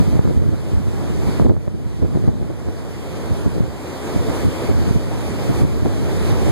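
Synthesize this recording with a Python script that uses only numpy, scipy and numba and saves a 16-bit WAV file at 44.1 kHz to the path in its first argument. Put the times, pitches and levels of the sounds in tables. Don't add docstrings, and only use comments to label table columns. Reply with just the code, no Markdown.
import sys
import numpy as np
from scipy import signal
from scipy.fft import rfft, irfft
from scipy.io import wavfile
from scipy.ndimage import uniform_filter1d
from numba import njit

SR = 44100
rng = np.random.default_rng(int(sys.argv[2]) if len(sys.argv) > 2 else 0)


def generate_wav(signal):
    frames = np.transpose(np.atleast_2d(signal))
    scaled = np.clip(frames, -1, 1) * 32767
    pcm = np.round(scaled).astype(np.int16)
    wavfile.write(sys.argv[1], SR, pcm)


N = 287091
T = np.arange(N) / SR

# time_s [s], level_db [dB]
SURF_HEAVE = [(0, -23.5), (0.6, -22.5), (1.3, -21.5), (1.7, -23), (2.2, -21.5), (2.7, -21.5), (3.25, -21),
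              (3.7, -25.5), (4.02, -22.5), (4.4, -22), (5.15, -23.5), (5.55, -23), (6, -23.5), (6.51, -21)]
# frequency_hz [Hz], density_db [dB per Hz]
SURF_SPECTRUM = [(20, -40), (45, -5), (70, 6.5), (130, -2.5), (200, -6.5), (320, -5.5), (450, -9),
                 (700, -16.5), (1000, -19.5), (1500, -25), (2600, -29), (3300, -32), (4700, -33),
                 (6200, -37), (8000, -36.5), (10300, -39), (12300, -45.5), (14000, -41.5)]
# frequency_hz [Hz], likeness [-1 to 1]
SURF_LIKENESS = [(100, 0.99), (300, 0.87), (450, 0.78), (700, 0.53), (1100, 0.084), (14000, 0.031)]


def surf(patchy_db=1.0, churn_db=0.41):
    roar = ports(SURF_SPECTRUM, SURF_LIKENESS, lean_db=-1.5, lag_ms=0.072)
    hz, frame_s, cells = signal.stft(roar, SR, nperseg=512, noverlap=384)
    patches = rng.standard_normal((len(frame_s), len(hz)))
    patches = uniform_filter1d(patches, size=24, axis=0)
    patches = uniform_filter1d(patches, size=7, axis=1)
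    patches = evened(patches).T
    churn = wander(frame_s, 2.8, 18)
    cells = cells * amp(patchy_db * patches + churn_db * churn)
    foam = signal.istft(cells, SR, nperseg=512, noverlap=384)[1][:, :N]
    level_db, = curves(SURF_HEAVE, T)
    return amp(level_db) * evened(foam)


# time_s [s], rumble_db [dB]
WIND_PUSH = [(0, -13), (0.22, -13), (0.46, -6.5), (0.61, -13.5), (0.8, -10.5), (1.05, -13.5), (1.2, -11.5),
             (1.35, -16.5), (1.55, -3), (1.63, -9.5), (1.95, -9.5), (2.3, -4), (2.58, -14), (2.8, -15.5),
             (3.05, -20.5), (3.62, -14.5), (3.85, -32), (4.25, -22), (4.62, -25.5), (4.85, -15.5),
             (5.02, -18), (5.15, -17), (5.32, -22.5), (5.45, -21), (5.72, -12.5), (6.15, -17),
             (6.51, -13.5)]
# centre_s [s], rumble_db [dB], rasp_db [dB], half_length_s [s]
BUFFETS = [(0.012, -5, -30, 0.014), (0.083, -6, -28, 0.011), (0.134, -4.5, -19, 0.01),
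           (0.161, -5, -14.5, 0.011), (0.256, -0.5, -13, 0.0074), (0.28, -4, -12, 0.011),
           (0.308, -8.5, -8.5, 0.012), (0.377, 1, -25, 0.011), (0.4, -2, -30, 0.011),
           (0.427, -3.5, -8, 0.009), (0.464, -2.5, -13, 0.0054), (0.488, 0.5, -12, 0.0088),
           (0.535, -5, -11, 0.013), (0.744, -2, -26, 0.013), (0.778, -0.5, -26, 0.0087),
           (0.874, -4.5, -17.5, 0.014), (1.108, -14, -20, 0.012), (1.195, -12, -17, 0.009),
           (1.238, -14, -26.5, 0.011), (1.282, -6.5, -27, 0.014), (1.42, -2, -8, 0.016),
           (1.462, 2.5, -2, 0.015), (1.505, 6, 3, 0.015), (1.536, -4, -7.5, 0.0083),
           (1.567, -0.5, -14, 0.02), (1.679, -1, -1.5, 0.0052), (1.749, -4, -12, 0.0082),
           (1.863, -1.5, -24, 0.0079), (2.032, 2.5, -1.5, 0.01), (2.052, 1, -6.5, 0.01),
           (2.156, 1, -6, 0.0081), (2.174, -1, -5, 0.0053), (2.246, -4, -10, 0.0073),
           (2.288, 6.5, -2, 0.0096), (2.422, -5, -12.5, 0.019), (2.506, -7, -7, 0.0099),
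           (2.682, -7, -12, 0.021), (3.32, -5, -32, 0.015), (3.469, -3.5, -14, 0.011),
           (3.572, -16, -14, 0.016), (3.608, -4.5, -14, 0.0056), (3.631, -9, -22, 0.018),
           (4.166, -7.5, -25, 0.009), (4.203, -10.5, -24, 0.011), (4.293, -17, -18, 0.012),
           (4.469, -8.5, -28, 0.024), (4.707, -10, -17.5, 0.018), (4.768, -10.5, -38, 0.031),
           (4.813, -10, -26, 0.012), (4.88, -11, -42, 0.0062), (4.91, -6, -19, 0.0033),
           (4.964, -6, -25, 0.014), (5.502, -10, -17, 0.011), (5.638, -6.5, -17, 0.022),
           (5.832, -9, -26, 0.0082), (5.863, -8.5, -8, 0.0096), (6.031, -16, -37.5, 0.018),
           (6.327, -12, -23, 0.015), (6.47, -13, -17, 0.0077), (6.5, -10, -21, 0.012)]
# frequency_hz [Hz], density_db [dB per Hz]
RUMBLE_SPECTRUM = [(15, -50), (30, -22), (45, -7.5), (65, 3.5), (100, 2), (150, -4), (220, -8),
                   (290, -15.5), (450, -44), (900, -98)]
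# frequency_hz [Hz], likeness [-1 to 1]
RUMBLE_LIKENESS = [(60, -0.37), (300, -0.25)]
# frequency_hz [Hz], density_db [dB per Hz]
RASP_SPECTRUM = [(20, -45), (60, -21), (120, 3.5), (220, -2), (320, 3.5), (500, -8.5), (750, -23),
                 (1100, -30.5), (1700, -40), (4000, -52), (12000, -79)]


def wind(rasp_db=-11.5):
    push_db, = curves(WIND_PUSH, T)
    push = amp(push_db)
    rumble_power = push ** 2
    rasp_power = (push * amp(rasp_db)) ** 2
    for centre_s, eddy_rumble_db, eddy_rasp_db, half_length_s in BUFFETS:
        distance = np.minimum(((T - centre_s) / half_length_s) ** 2, 6)
        eddy = np.exp(-distance ** 2)
        rumble_power = rumble_power + amp(eddy_rumble_db) ** 2 * eddy
        rasp_power = rasp_power + amp(eddy_rasp_db) ** 2 * eddy
    rumble = ports(RUMBLE_SPECTRUM, RUMBLE_LIKENESS, lean_db=5.0)
    rumble = rumble / np.sqrt(power(rumble, size=600))
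    tearing = 1 + rumble[0] ** 2
    rasp = ports(RASP_SPECTRUM, None, lean_db=0.0) * tearing
    rasp = rasp / np.sqrt(power(rasp, size=500))
    return np.sqrt(rumble_power) * rumble + np.sqrt(rasp_power) * rasp


# start_s [s], peak_db [dB], pulse_s [s], port [0 left, 1 right]
POPS = [(0.1921, 12.5, 0.0021, 0), (0.2523, -3, 0.0022, 1), (0.275, 0, 0.00057, 1), (0.368, -3, 0.0035, 0),
        (0.493, 0.5, 0.0018, 1), (1.3978, 4, 0.00053, 0), (1.466, 10, 0.0011, 0), (1.4987, 13, 0.0013, 0),
        (1.566, 0, 0.00032, 1), (1.6773, 6, 0.0013, 0), (2.0221, 5, 0.002, 0), (2.152, 3, 0.00089, 0),
        (2.28, 3, 0.0015, 1), (2.508, 4.5, 0.0015, 0), (2.686, -1, 0.00041, 1), (4.9596, -1.5, 0.0018, 1),
        (5.8592, 3, 0.00063, 1)]


def pops(low_hz=85, top_hz=1400):
    pair = np.zeros((2, N))
    for start_s, peak_db, pulse_s, port in POPS:
        u = np.clip((T - start_s) / pulse_s, 0, 60)
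        pulse = u * (2 - u) * np.exp(-u)
        pair[int(port > .5)] += amp(peak_db) * pulse / pulse.max()
    b, a = signal.butter(2, [low_hz, top_hz], "bandpass", fs=SR)
    return widen(signal.lfilter(b, a, pair))


def whine(tone_hz=14208, rms_db=-54.0):
    phase_rad = np.array([[2.27], [0]])
    return amp(rms_db) * np.sqrt(2) * np.sin(2 * np.pi * tone_hz * T + phase_rad)


def ports(spectrum, likeness, lean_db, lag_ms=0):
    hz = np.fft.rfftfreq(N, 1 / SR)
    a, b = rfft(rng.standard_normal((2, N)))
    same = np.clip(read(likeness, hz), -1, 1) if likeness else 0
    late = np.exp(-2j * np.pi * hz * lag_ms / 1000)
    left = a * amp(lean_db)
    right = late * (same * a + np.sqrt(1 - same ** 2) * b)
    shaped = np.array([left, right]) * amp(read(spectrum, hz))
    return evened(widen(irfft(shaped, N)))


# frequency_hz [Hz], right_minus_left_db [dB]
MIDDLE_LEAN = [(200, 0), (550, -1), (1400, 1), (2300, 1.5), (12000, 1.5)]


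def widen(pair, cross_s=16 / 44100, feedback=0.22):
    hz = np.fft.rfftfreq(N, 1 / SR)
    delay = np.exp(-2j * np.pi * hz * cross_s)
    left, right = rfft(pair) / 2
    mid = (left + right) * (1 - delay) / (1 - feedback * delay)
    side = (left - right) * (1 + delay) / (1 + feedback * delay)
    lean = amp(read(MIDDLE_LEAN, hz) / 2)
    return irfft(np.array([mid / lean + side, mid * lean - side]), N)


@njit
def follow(wanted, attack_share, recovery_step):
    out, level = np.zeros(len(wanted)), 0.0
    for i in range(len(wanted)):
        if wanted[i] > level:
            level = level + attack_share * (wanted[i] - level)
        else:
            level = max(level - recovery_step, 0.0)
        out[i] = level
    return out


def amp(db):
    return 10 ** (np.asarray(db) / 20)


def read(points, hz):
    f, value = np.transpose(points)
    return np.interp(np.log(hz + 1), np.log(f), value)


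def curves(rows, t):
    s, *columns = np.transpose(rows)
    return [np.interp(t, s, c) for c in columns]


def evened(x):
    return x / np.sqrt(np.mean(x ** 2) + 1e-20)


def power(x, size):
    smooth = uniform_filter1d((x ** 2).mean(0), size)
    return abs(uniform_filter1d(smooth, size)) + 1e-14


def wander(t, slow_hz, fast_hz):
    total = 0
    for f in np.geomspace(slow_hz, fast_hz, 24):
        total = total + np.sin(2 * np.pi * (f * t + rng.random())) / np.sqrt(f)
    return evened(total)


def scene():
    right_lean = amp([[-.8], [.8]])
    return surf() + (wind() + pops() + whine()) * right_lean


def record(dry):
    threshold_db, squeeze = -13.5, 0.9
    attack_s, recovery_db_per_s = 0.018, 9.0
    edge_hz = 14400
    over_db = np.maximum(10 * np.log10(power(dry, size=600)) - threshold_db, 0)
    reduction_db = follow(squeeze * over_db, 1 / (attack_s * SR), recovery_db_per_s / SR)
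    ducked = dry / amp(reduction_db)
    rounded = ducked / (1 + ducked ** 8) ** (1 / 8)
    low_pass = signal.firwin(511, edge_hz, window=("kaiser", 9), fs=SR)
    return signal.oaconvolve(rounded, low_pass[None], "same", axes=1)


dry = scene()
out = record(dry)
generate_wav(out)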